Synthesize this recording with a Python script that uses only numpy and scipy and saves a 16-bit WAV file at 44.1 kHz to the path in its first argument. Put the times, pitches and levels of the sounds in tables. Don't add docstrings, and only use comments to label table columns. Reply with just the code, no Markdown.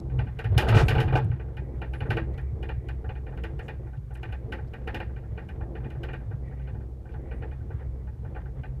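import sys
import numpy as np
from scipy import signal
from scipy.fft import rfft, irfft, next_fast_len
from scipy.io import wavfile
from scipy.ndimage import uniform_filter1d

SR = 44100
rng = np.random.default_rng(int(sys.argv[2]) if len(sys.argv) > 2 else 0)


def boost_factor(decibels):
    exponent = np.asarray(decibels, float) / 20
    return 10 ** exponent


def put_to_file(sound):
    columns = np.atleast_2d(sound).T
    safe = np.clip(columns, -1, 1)
    whole_steps = np.round(safe * 32767)
    wavfile.write(sys.argv[1], SR, whole_steps.astype(np.int16))


N = 388080

# pitch in Hz, level in dB, time to fall by 60 dB in seconds, time of the top in ms.
FRAME_MODES = [(337.4, -43.5, 0.98, 6.4), (455, -30, 0.15, 4.9), (522, -39, 0.41, 1.6),
               (619.4, -43.5, 0.088, 31), (754.8, -35, 0.47, 1.4), (846.3, -35.5, 0.38, 17),
               (988, -59, 0.27, 66), (1171, -45, 0.24, 21), (1389, -41.5, 0.33, 8.7),
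               (1518, -33.5, 0.15, 8.9), (1607, -37.5, 0.18, 63), (1654, -38.5, 0.04, 20.5),
               (1797, -39.5, 0.06, 34.5), (1836, -39, 0.53, 13.4), (1926, -39, 0.068, 27),
               (1970, -60, 0.06, 2.6), (1985, -54, 0.39, 16), (2420, -37.5, 0.28, 1.3),
               (2313, -43, 0.033, 9.8), (2444, -48.5, 0.2, 68), (2490, -69, 0.3, 250),
               (2490, -43, 0.16, 23), (2916, -37, 0.032, 1.9), (2550, -79, 0.25, 6.6),
               (2764, -48.5, 0.24, 23.6), (3240, -68, 0.15, 6.9), (3270, -57, 0.27, 3.6),
               (3271, -73, 0.2, 61), (3480, -58.5, 0.24, 25), (4100, -61, 0.047, 12)]
# frequency in Hz, level in dB per Hz.
SMALL_MODE_COLOUR = [(250, -8), (480, -6), (850, 3), (1050, -9), (1600, 0.5), (2900, -8.5), (3150, -17.5),
                     (4500, -24.5), (7000, -53)]


def evened(x):
    return x / np.sqrt(np.mean(x ** 2) + 1e-20)


def curve(rows, column):
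    rows = np.array(rows)
    return np.interp(np.arange(N) / SR, rows[:, 0], rows[:, column])


def coloured(x, points):
    hz, db = np.transpose(points)
    size = next_fast_len(len(x) + 4096)
    f = np.fft.rfftfreq(size, 1 / SR)
    gain = boost_factor(np.interp(np.log(f + 1), np.log(hz + 1), db, left=-90))
    return irfft(rfft(x, size) * gain, size)[:len(x)]


def resonate(x, hz, width):
    r = np.exp(-np.pi * width / SR)
    return 2 * signal.lfilter([1 - r], [1, -r * np.exp(2j * np.pi * hz / SR)], x).real


def add(mix, s, sound):
    part = mix[max(round(s * SR), 0):][:len(sound)]
    part += sound[:len(part)]


def hum(modes, column, steady_s=0.12):
    # time in seconds, pull of the cable strands in dB, shaking of the hanger in dB.
    ride = [(0.0, -41, -37), (0.19, -21.5, -24), (0.37, -43, -38.5), (0.56, -23, -28), (1.25, -37.5, -25),
            (1.42, -34.5, -38.5), (1.94, -29.5, -37.5), (2.13, -59, -26.5), (2.3, -28.5, -36.5),
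            (3.87, -37.5, -41), (6.77, -33.5, -37.5), (7.01, -37, -44), (7.67, -32.5, -39),
            (8.65, -37.5, -38.5), (8.8, -34, -33.5)]
    shake = rng.standard_normal(N)
    x = evened(sum(boost_factor(db) * evened(resonate(resonate(shake, hz, w), hz, 2 * w)) for hz, w, db in modes))
    size = round(steady_s * SR)
    slow = uniform_filter1d(uniform_filter1d(x ** 2, size), size)
    return boost_factor(curve(ride, column) - 2.0) * x / np.sqrt(abs(slow) + 0.031)


def blows():
    # time in seconds, blow in dB, treble tick in dB.
    firm_knocks = [(0.1873, -2, -62), (0.3872, -7, -55.5), (0.4406, -7.5, -58), (1.5668, -13.5, -61),
                   (1.8144, -5, -63.5), (1.9323, -11, -58.5), (2.0024, -3, -62), (2.1016, 2, -49.5),
                   (2.1671, 1, -57), (2.376, -14.5, -60.5), (2.6259, -12, -59), (2.6877, -5, -63.5),
                   (2.884, -12, -59), (3.089, -7, -67), (3.3714, -18, -62.5), (3.4348, -8, -56.5),
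                   (3.5892, -11.5, -60.5), (3.68, -8.5, -59), (4.15, -19, -61.5), (4.2286, -9, -59.5),
                   (4.3219, -12, -60), (4.52, -5, -55), (4.7336, -13, -61.5), (4.872, -4.5, -57.5),
                   (4.9428, -4, -52), (4.9991, -4, -62), (5.486, -16, -62.5), (5.9006, -18, -61.5),
                   (6.031, -10, -57), (6.1301, -10, -61)]
    # time in seconds, blow in dB, treble tick in dB.
    shaken_blows = [(0.5164, -32, -72), (0.576, 6.5, -33), (0.621, 5.5, -58.5), (0.663, -5, -87.5),
                    (0.685, 1, -40.5), (0.743, 7.5, -53.5), (0.7655, 5, -50.5), (0.782, -1, -56),
                    (0.797, 5.5, -57), (0.813, -20, -62.5), (0.8812, 1.5, -38), (0.9489, 6.5, -56),
                    (0.979, 4.5, -54.5), (0.9996, -3.5, -43.5), (1.012, 0, -63), (1.079, -5, -63.5),
                    (1.123, 4.5, -61), (1.1511, 11, -52), (1.196, -10, -74), (0.663, -4, -71),
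                    (0.904, 2.5, -56), (1.024, -5, -66), (1.17, 3.5, -62), (1.199, -20, -86)]
    # time in seconds, blow in dB.
    light_taps = [(0.0955, -22), (0.2667, -15), (1.3115, -14), (1.3946, -15.5), (2.7126, -34),
                  (3.1522, -16), (3.2634, -15), (4.2864, -19), (4.8108, -28), (5.1601, -16.5),
                  (5.3738, -10.5), (5.7505, -11.5), (5.8422, -15), (6.0838, -9), (6.5922, -23),
                  (6.6718, -16), (7.087, -23.5), (7.3093, -13), (7.42, -11.5), (7.5109, -18.5),
                  (8.3462, -17.5), (8.632, -12.5)]
    # time in seconds, blow in dB.
    padded_bumps = [(1.478, -22.5), (1.8544, -20), (2.0513, -9), (3.0399, -11.5), (3.319, -14),
                    (3.864, -19), (3.9287, -18), (4.1032, -16), (4.5811, -11), (5.0878, -21), (5.2311, -21),
                    (5.406, -16.5), (5.605, -9.5), (5.8028, -23), (5.9463, -16.5), (6.2013, -21),
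                    (6.308, -14), (6.5092, -17.5), (6.7427, -19), (6.802, -22), (7.0512, -20.5),
                    (7.1368, -13), (7.6017, -25), (7.701, -13.5), (7.804, -17), (8.069, -18),
                    (8.2444, -15.5), (8.187, -38), (8.358, -7.5), (8.4527, -17)]
    full_hard_tick_db, hard_per_db = -57, 1.2
    firm = [(s, db, tick, hard_per_db * (tick - db - full_hard_tick_db))
            for s, db, tick in firm_knocks + shaken_blows]
    taps = [(s, db, -50.5 + 2.5 * db, -1.5) for s, db in light_taps]
    bumps = [(s, db, -91, -13.5) for s, db in padded_bumps]
    return firm + taps + bumps


def stirring(spread_s):
    power = np.zeros(N)
    for s, db, _, _ in blows():
        add(power, s, boost_factor([db]) ** 2)
    size = round(spread_s * SR)
    return abs(uniform_filter1d(uniform_filter1d(power, size), size)) * SR / 10


def rolling():
    # time in seconds, level in dB.
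    roughness = [(0.0, -44), (0.19, -63), (0.54, -42), (0.78, -29.5), (1.03, -47), (1.32, -49.5),
                 (1.62, -49), (2.15, -51.5), (2.28, -47.5), (3.82, -48), (3.97, -52), (4.48, -50.5),
                 (5.39, -51), (5.59, -47.5), (7.03, -52), (7.3, -46), (8.21, -52.5), (8.8, -49)]
    stirred_db, stir_s = -46, 0.09
    return np.sqrt(boost_factor(curve(roughness, 1) - 1.5) ** 2 + boost_factor(stirred_db) ** 2 * stirring(stir_s))


def sway(db=-44, follow=0.91, rest_db=-52.5):
    x = evened(resonate(resonate(rng.standard_normal(N), 57.3, 23), 36, 46))
    return boost_factor(db) * (rolling() / boost_factor(rest_db)) ** follow * x


def rumble(per_s=900, spread_db=-2.0, panel_db=-5, flicker_db=6.0, lump_db=3.0):
    # frequency in Hz, level in dB per Hz.
    panel_colour = [(100, -8.5), (170, -3), (269, -7.5), (333, -6), (456, -4), (579, -12), (835, -16),
                    (925, -22.5), (1300, -32.5), (1690, -48.5), (2860, -96)]
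    # pitch in Hz, width in Hz, level in dB.
    panel_modes = [(220, 4.8, 1), (266, 6.9, -2), (335.5, 13.5, 6), (373, 11.4, 3.5), (446, 6.8, 2),
                   (527.7, 11, -3.5), (610.7, 5.5, -13)]
    # frequency in Hz, level in dB per Hz.
    rub_colour = [(600, -8), (900, 5.5), (1700, 2), (2100, 0.5), (2500, -10), (3500, -11), (5000, -38)]
    rub_db, rub_follow, rub_s = -58, 0.78, 0.084

    grain_size = boost_factor(spread_db * np.minimum(rng.exponential(1, N), 3))
    grains = rng.standard_normal(N) * (0.11 + grain_size * (rng.random(N) < per_s / SR))
    panels = evened(coloured(grains, panel_colour))
    ringing = evened(sum(boost_factor(db) * evened(resonate(resonate(grains, hz, w), hz, 3 * w))
                         for hz, w, db in panel_modes))
    x = panels + boost_factor(panel_db) * ringing

    slips = boost_factor(flicker_db * evened(resonate(rng.standard_normal(N), 0, 15)))
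    rubbing = evened(coloured(slips * rng.standard_normal(N), rub_colour + [(8000, -67.5)]))
    swinging = (stirring(rub_s) + 0.00062) ** (rub_follow / 2)

    wander = evened(resonate(resonate(rng.standard_normal(N), 0, 6.4), 0, 24))
    lumps = boost_factor(lump_db * wander)
    return rolling() * lumps * x + boost_factor(rub_db) * swinging * rubbing


def air(swell_db=2.5):
    # frequency in Hz, level in dB per Hz.
    vent_colour = [(700, -9), (1100, 4.5), (1600, 0), (2300, -4.5), (2600, -12.5), (3800, -19), (6000, -30)]
    swell = boost_factor(swell_db * evened(resonate(resonate(rng.standard_normal(N), 0, 2.5), 0, 5)))
    return boost_factor(-73) * swell * evened(coloured(rng.standard_normal(N), vent_colour + [(9000, -71)]))


def scuffs():
    # time in seconds, level in dB, length in seconds, centre in Hz.
    puffs = [(0.0, -52.5, 0.0033, 4960), (0.84, -64, 0.047, 8000), (1.236, -67.5, 0.017, 2630),
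             (1.245, -63, 0.0055, 8600), (2.332, -70, 0.022, 3370), (2.333, -75, .015, 8060),
             (2.413, -72, 0.0036, 9900), (3.615, -74, 0.068, 7000), (3.67, -72, .005, 10100),
             (3.965, -70.5, 0.019, 2550), (4.133, -67, 0.032, 8850), (4.17, -72, 0.0086, 9000),
             (4.669, -73, 0.024, 4500), (6.61, -74, 0.057, 2570), (7.11, -69.5, 0.047, 2700)]
    out = np.zeros(N)
    for (s, db, length, hz), noise in zip(puffs, rng.standard_normal((len(puffs), SR // 10))):
        puff = evened(resonate(resonate(noise, hz, 0.6 * hz), hz, 0.6 * hz))[:round(length * SR)]
        add(out, s, boost_factor(db) * puff * signal.windows.tukey(len(puff), .6))
    return out


def first_waves(t, hold_s=0.036, drop_db=-9):
    rise_s, step_s = .005, .007
    return np.clip(t / rise_s, 0, 1) * boost_factor(drop_db * np.clip((t - hold_s) / step_s, 0, 1))


def small_modes(noise, db=-39, t60=0.41, treble_t60=0.21, colour=SMALL_MODE_COLOUR):
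    t = np.arange(len(noise)) / SR
    crowd = evened(coloured(noise, colour))
    low = signal.sosfiltfilt(signal.butter(2, 2200, fs=SR, output="sos"), crowd)
    low_ring = low * boost_factor(-60 * t / t60) * first_waves(t)
    high_ring = (crowd - low) * boost_factor(-60 * t / treble_t60) * np.clip(t / 0.0049, 0, 1)
    return boost_factor(db) * (low_ring + high_ring)


def frame(spot, damping=0.47, scatter_db=-5, spot_db=2.5, spot_tune=0.0063):
    t = np.arange(SR // 4) / SR
    out = np.zeros(len(t))
    changes = rng.standard_normal((len(FRAME_MODES), 2))
    for (hz, db, t60, top_ms), turn, (lift, tune) in zip(FRAME_MODES, spot, changes):
        top_s = top_ms / 1000
        swell = np.sin(np.pi / 2 * np.clip(t / top_s, 0, 1)) ** 4
        ring = np.sin(2 * np.pi * (hz * (1 + spot_tune * tune) * t + turn))
        fall_db = 60 * np.maximum(t - top_s, 0) / (damping * t60)
        out += boost_factor(db + spot_db * lift - fall_db) * swell * ring
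    scatter = boost_factor(scatter_db * np.clip(t / 0.058, 0, 1))
    return out * first_waves(t) * scatter + small_modes(rng.standard_normal(len(t)))


def spots(count=7):
    turns = rng.random(len(FRAME_MODES))
    return [frame(turns) for _ in range(count)]


def clack(t):
    # pitch in Hz, level in dB, arrival in ms, length in ms.
    packets = [(2720, -36, 6, 2.5), (2930, -38, 7, 3), (2400, -42, 10, 4)]
    return sum(boost_factor(db) * np.exp(-((1000 * t - ms) / length) ** 2 / 2) * np.sin(2 * np.pi * hz * t)
               for hz, db, ms, length in packets)


def knocks(bodies, soft_hz=1900, own_db=0.0, clack_db=-1, tick_gain_db=-3, sizzle_db=6, sizzle_t60=0.094,
           snap=0.62):
    # frequency in Hz, level in dB per Hz.
    fittings = [(1760, -18), (3000, 0), (3280, -5.5), (4640, -15.5), (5040, -13), (5970, -21.5),
                (6570, -20), (8900, -28), (9820, -16.5), (10600, -29.5), (11200, -32), (12400, -20),
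                (15300, -36)]
    sharp, soft, ticks, sizzle = np.zeros((4, N))
    t = np.arange(len(bodies[0])) / SR
    rows, bright = blows(), clack(t)
    tick_shape = np.sin(np.pi * np.clip(t / .009, 0, 1))
    sizzle_start = np.clip(t / 0.003, 0, 1) * (0.76 + snap * np.exp(-t / 0.017))
    noises = rng.standard_normal((len(rows), len(t)))
    for (s, db, tick_db, hard_db), body, noise in zip(rows, bodies * len(rows), noises):
        hard = boost_factor(min(hard_db, 0))
        sound = boost_factor(db) * (body + boost_factor(own_db) * small_modes(noise))
        bright_db = db + clack_db + .5 * min(tick_db - db + 56.5, 0)
        add(sharp, s, hard * (sound + boost_factor(bright_db) * bright))
        add(soft, s, (1 - hard) * sound)

        shaken = np.clip((tick_db + 67) / 14, 0, 1)
        faint_db = 12 * np.clip((-72 - tick_db) / 6, 0, 1)
        add(ticks, s, (1 - shaken) * boost_factor(tick_db - faint_db) * tick_shape * noise)
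        t60 = sizzle_t60 * (1.15 + 0.017 * max(tick_db + 82.5, 0))
        grains = noise * abs(noise) / 2
        add(sizzle, s, shaken * boost_factor(tick_db - 60 * t / t60) * sizzle_start * grains)
    soft = signal.sosfilt(signal.butter(4, soft_hz, fs=SR, output="sos"), soft)
    ticks = signal.sosfilt(signal.butter(2, 4000, "high", fs=SR, output="sos"), ticks)
    sizzle = coloured(sizzle, fittings) / np.std(coloured(rng.standard_normal(SR), fittings))
    return sharp + soft + boost_factor(tick_gain_db) * ticks + boost_factor(sizzle_db) * sizzle


def jolts(hz=90, width_s=0.0052, loss_db=-4, count=36):
    # time in seconds, peak in dB.
    strong = [(0.57, -6), (0.746, -15), (0.839, -5), (1.058, -9.5), (1.144, -11), (1.306, -13.5),
              (1.34, -15), (1.6, -22), (2.026, -19.5), (2.1, -15.5), (2.227, -18.5), (2.535, -20.5),
              (3.092, -23.5), (3.543, -19.5), (3.793, -22.5), (4.299, -21), (4.639, -21), (5.629, -20),
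              (5.978, -20.5), (6.296, -18.5), (6.345, -20.5), (6.736, -20.5), (7.41, -23), (7.747, -19)]
    # time in seconds, peak in dB.
    rebounds = [(0.769, -1), (0.934, -12), (0.97, -11), (1.259, -12), (4.453, -24), (5.076, -22)]
    out = np.zeros(N)
    t = np.arange(-SR // 30, SR // 30) / SR
    small = [(.05 + u * N / SR, -30 + 8.5 * v) for u, v in rng.random((count, 2))]
    rows = [(s, db, 1) for s, db in strong + small] + [(s, db, -1) for s, db in rebounds]
    for (s, db, way), (turn, tune) in zip(rows, rng.random((len(rows), 2))):
        cycles = hz * (1.0 + 0.32 * tune) * t + 0.44 + .2 * turn
        swing = np.exp(-(t / width_s) ** 2 / 2) * np.sin(2 * np.pi * cycles)
        add(out, s + t[0], way * boost_factor(db + loss_db) * swing)
    return out


def boom(beat=0.95, beat_db=-9):
    # start in seconds, length in seconds, level in dB, pitch in Hz.
    panel_booms = [(2.105, 0.215, -36.5, 331), (0.7, 0.067, -14.5, 115), (0.74, .05, -20.5, 127),
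                   (0.5, 0.072, -19, 96), (0.89, 0.044, -23, 108), (0.97, 0.074, -16.5, 128),
                   (0.45, 0.044, -23, 112)]
    out = np.zeros(N)
    for s, length, db, hz in panel_booms:
        t = np.arange(0, length, 1 / SR)
        pair = np.sin(2 * np.pi * beat * hz * t) * boost_factor(beat_db) + np.sin(2 * np.pi * hz * t)
        add(out, s, -boost_factor(db) * np.sin(np.pi * (t / length) ** 0.64) * pair)
    return out


def rattle(per_s=150, spread_db=4):
    # time in seconds, level in dB.
    passing = [
        (0.53, -58),
        (0.79, -30),
        (0.86, -49.5),
        (0.992, -45),
        (1.36, -88),
    ]
    # frequency in Hz, level in dB per Hz.
    loose_colour = [(300, 0), (700, 10), (1100, 3.5), (1600, 0.5), (2900, -11.5), (4500, -22.5),
                    (7000, -59)]
    strength = boost_factor(spread_db * np.minimum(rng.exponential(1, N), 4))
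    hits = rng.choice([-1., 1.], N) * strength * (rng.random(N) < per_s / SR)
    start, end = passing[0][0], passing[-1][0]
    on = curve([(start - .03, 0), (start, 1), (end, 1), (end + .03, 0)], 1)
    panels = small_modes(rng.standard_normal(SR // 8), t60=0.1, colour=loose_colour)
    return evened(signal.oaconvolve(hits, panels)[:N]) * boost_factor(curve(passing, 1) + 5.0) * on


def grinds(flicker_db=1.0):
    # start in seconds, length in seconds, level in dB.
    scrapes = [
        (0.738, 0.086, -40.5),
        (0.79, .06, -48),
        (1.151, .045, -52),
        (0.67, 0.036, -51.5),
    ]
    # frequency in Hz, level in dB per Hz.
    grit_colour = [(1500, -18), (3000, 1), (6000, -7), (10000, -17.5), (15000, -27)]
    t = np.arange(N) / SR
    on = sum(boost_factor(db) * np.sin(np.pi * np.clip((t - s) / length, 0, 1)) ** 0.93 for s, length, db in scrapes)
    grit = boost_factor(flicker_db * evened(resonate(rng.standard_normal(N), 0, 150))) * rng.standard_normal(N)
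    return on * evened(coloured(grit, grit_colour))


def drags(flicker_db=3):
    # start in seconds, length in seconds, level in dB.
    stretches = [(1.6, 0.21, -66.5), (2.71, 0.37, -66), (3.15, 0.11, -75), (3.72, 0.24, -68.5),
                 (4.347, 0.11, -68), (6.383, 0.35, -66.5), (7.148, 0.39, -67), (7.62, 0.46, -72),
                 (2.25, 0.29, -64.5), (8.15, 0.73, -78), (5.202, .2, -72.5)]
    # pitch in Hz, width in Hz, level in dB.
    seat_modes = [(1970, 150, 4), (2180, 200, -1.5)]
    t = np.arange(N) / SR
    on = sum(boost_factor(db) * np.sin(np.pi * np.clip((t - s) / length, 0, 1)) for s, length, db in stretches)
    slips = boost_factor(flicker_db * evened(resonate(rng.standard_normal(N), 0, 11))) * rng.standard_normal(N)
    return on * evened(sum(boost_factor(db) * resonate(resonate(slips, hz, w), hz, 2 * w) for hz, w, db in seat_modes))


def squeaks(flat=.5, flicker_db=2.5, bend=.18):
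    # start in seconds, length in seconds, top pitch in Hz, level in dB.
    tones = [
        (1.908, 0.13, 10280, -72),
        (2.02, 0.14, 9620, -81),
        (2.13, .06, 8900, -83),
        (7.315, .12, 8880, -81),
        (2.04, .09, 6700, -84),
    ]
    out = np.zeros(N)
    for s, length, top_hz, db in tones:
        arch = np.sin(np.pi * np.arange(0, length, 1 / SR) / length)
        hz = top_hz * (1 - bend * (1 - arch ** flat))
        add(out, s, boost_factor(db) * arch * np.sin(2 * np.pi * np.cumsum(hz) / SR))
    return out * boost_factor(flicker_db * evened(resonate(rng.standard_normal(N), 0, 60)))


def scene():
    # pitch in Hz, width in Hz, level in dB.
    low_modes = [(63.4, 4.9, 5), (69.5, 28.5, -7.5)]
    # pitch in Hz, width in Hz, level in dB.
    upper_modes = [(128.6, 7, 4), (106.7, 9.6, 0.5), (116, 160, -6), (159.5, 13, -12)]
    ride = hum(low_modes, 1) + hum(upper_modes, 2) + sway() + rumble() + air()
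    loose_part = knocks(spots()) + drags()
    tower = jolts() + boom() + rattle() + grinds()
    return (ride + loose_part + tower + scuffs() + squeaks())[None]


def band_limit(x):
    return signal.sosfilt(signal.butter(12, 15480, fs=SR, output="sos"), x)


def record(dry):
    # frequency in Hz, level in dB per Hz.
    hiss_colour = [(500, 9.5), (3500, 0.5), (9000, -3.5), (14000, -6)]
    # start and end of the dip, start and end of recovery in seconds.
    duck_times = (.55, .7, 1.45, 1.65)
    duck_db = -2 * np.interp(np.arange(N) / SR, duck_times, [0, 1, 1, 0])
    hiss = boost_factor(-75 + duck_db) * evened(coloured(rng.standard_normal(N), hiss_colour))
    fade = np.clip(np.arange(N, 0, -1) / 300, 0, 1)
    limit = .9
    mix = (limit * np.tanh(dry / limit) + hiss) * fade
    edge = signal.firwin(255, 15350, window=("kaiser", 8), fs=SR)
    return band_limit(signal.oaconvolve(mix, edge[None], "same"))


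dry = scene()
out = record(dry)
put_to_file(out)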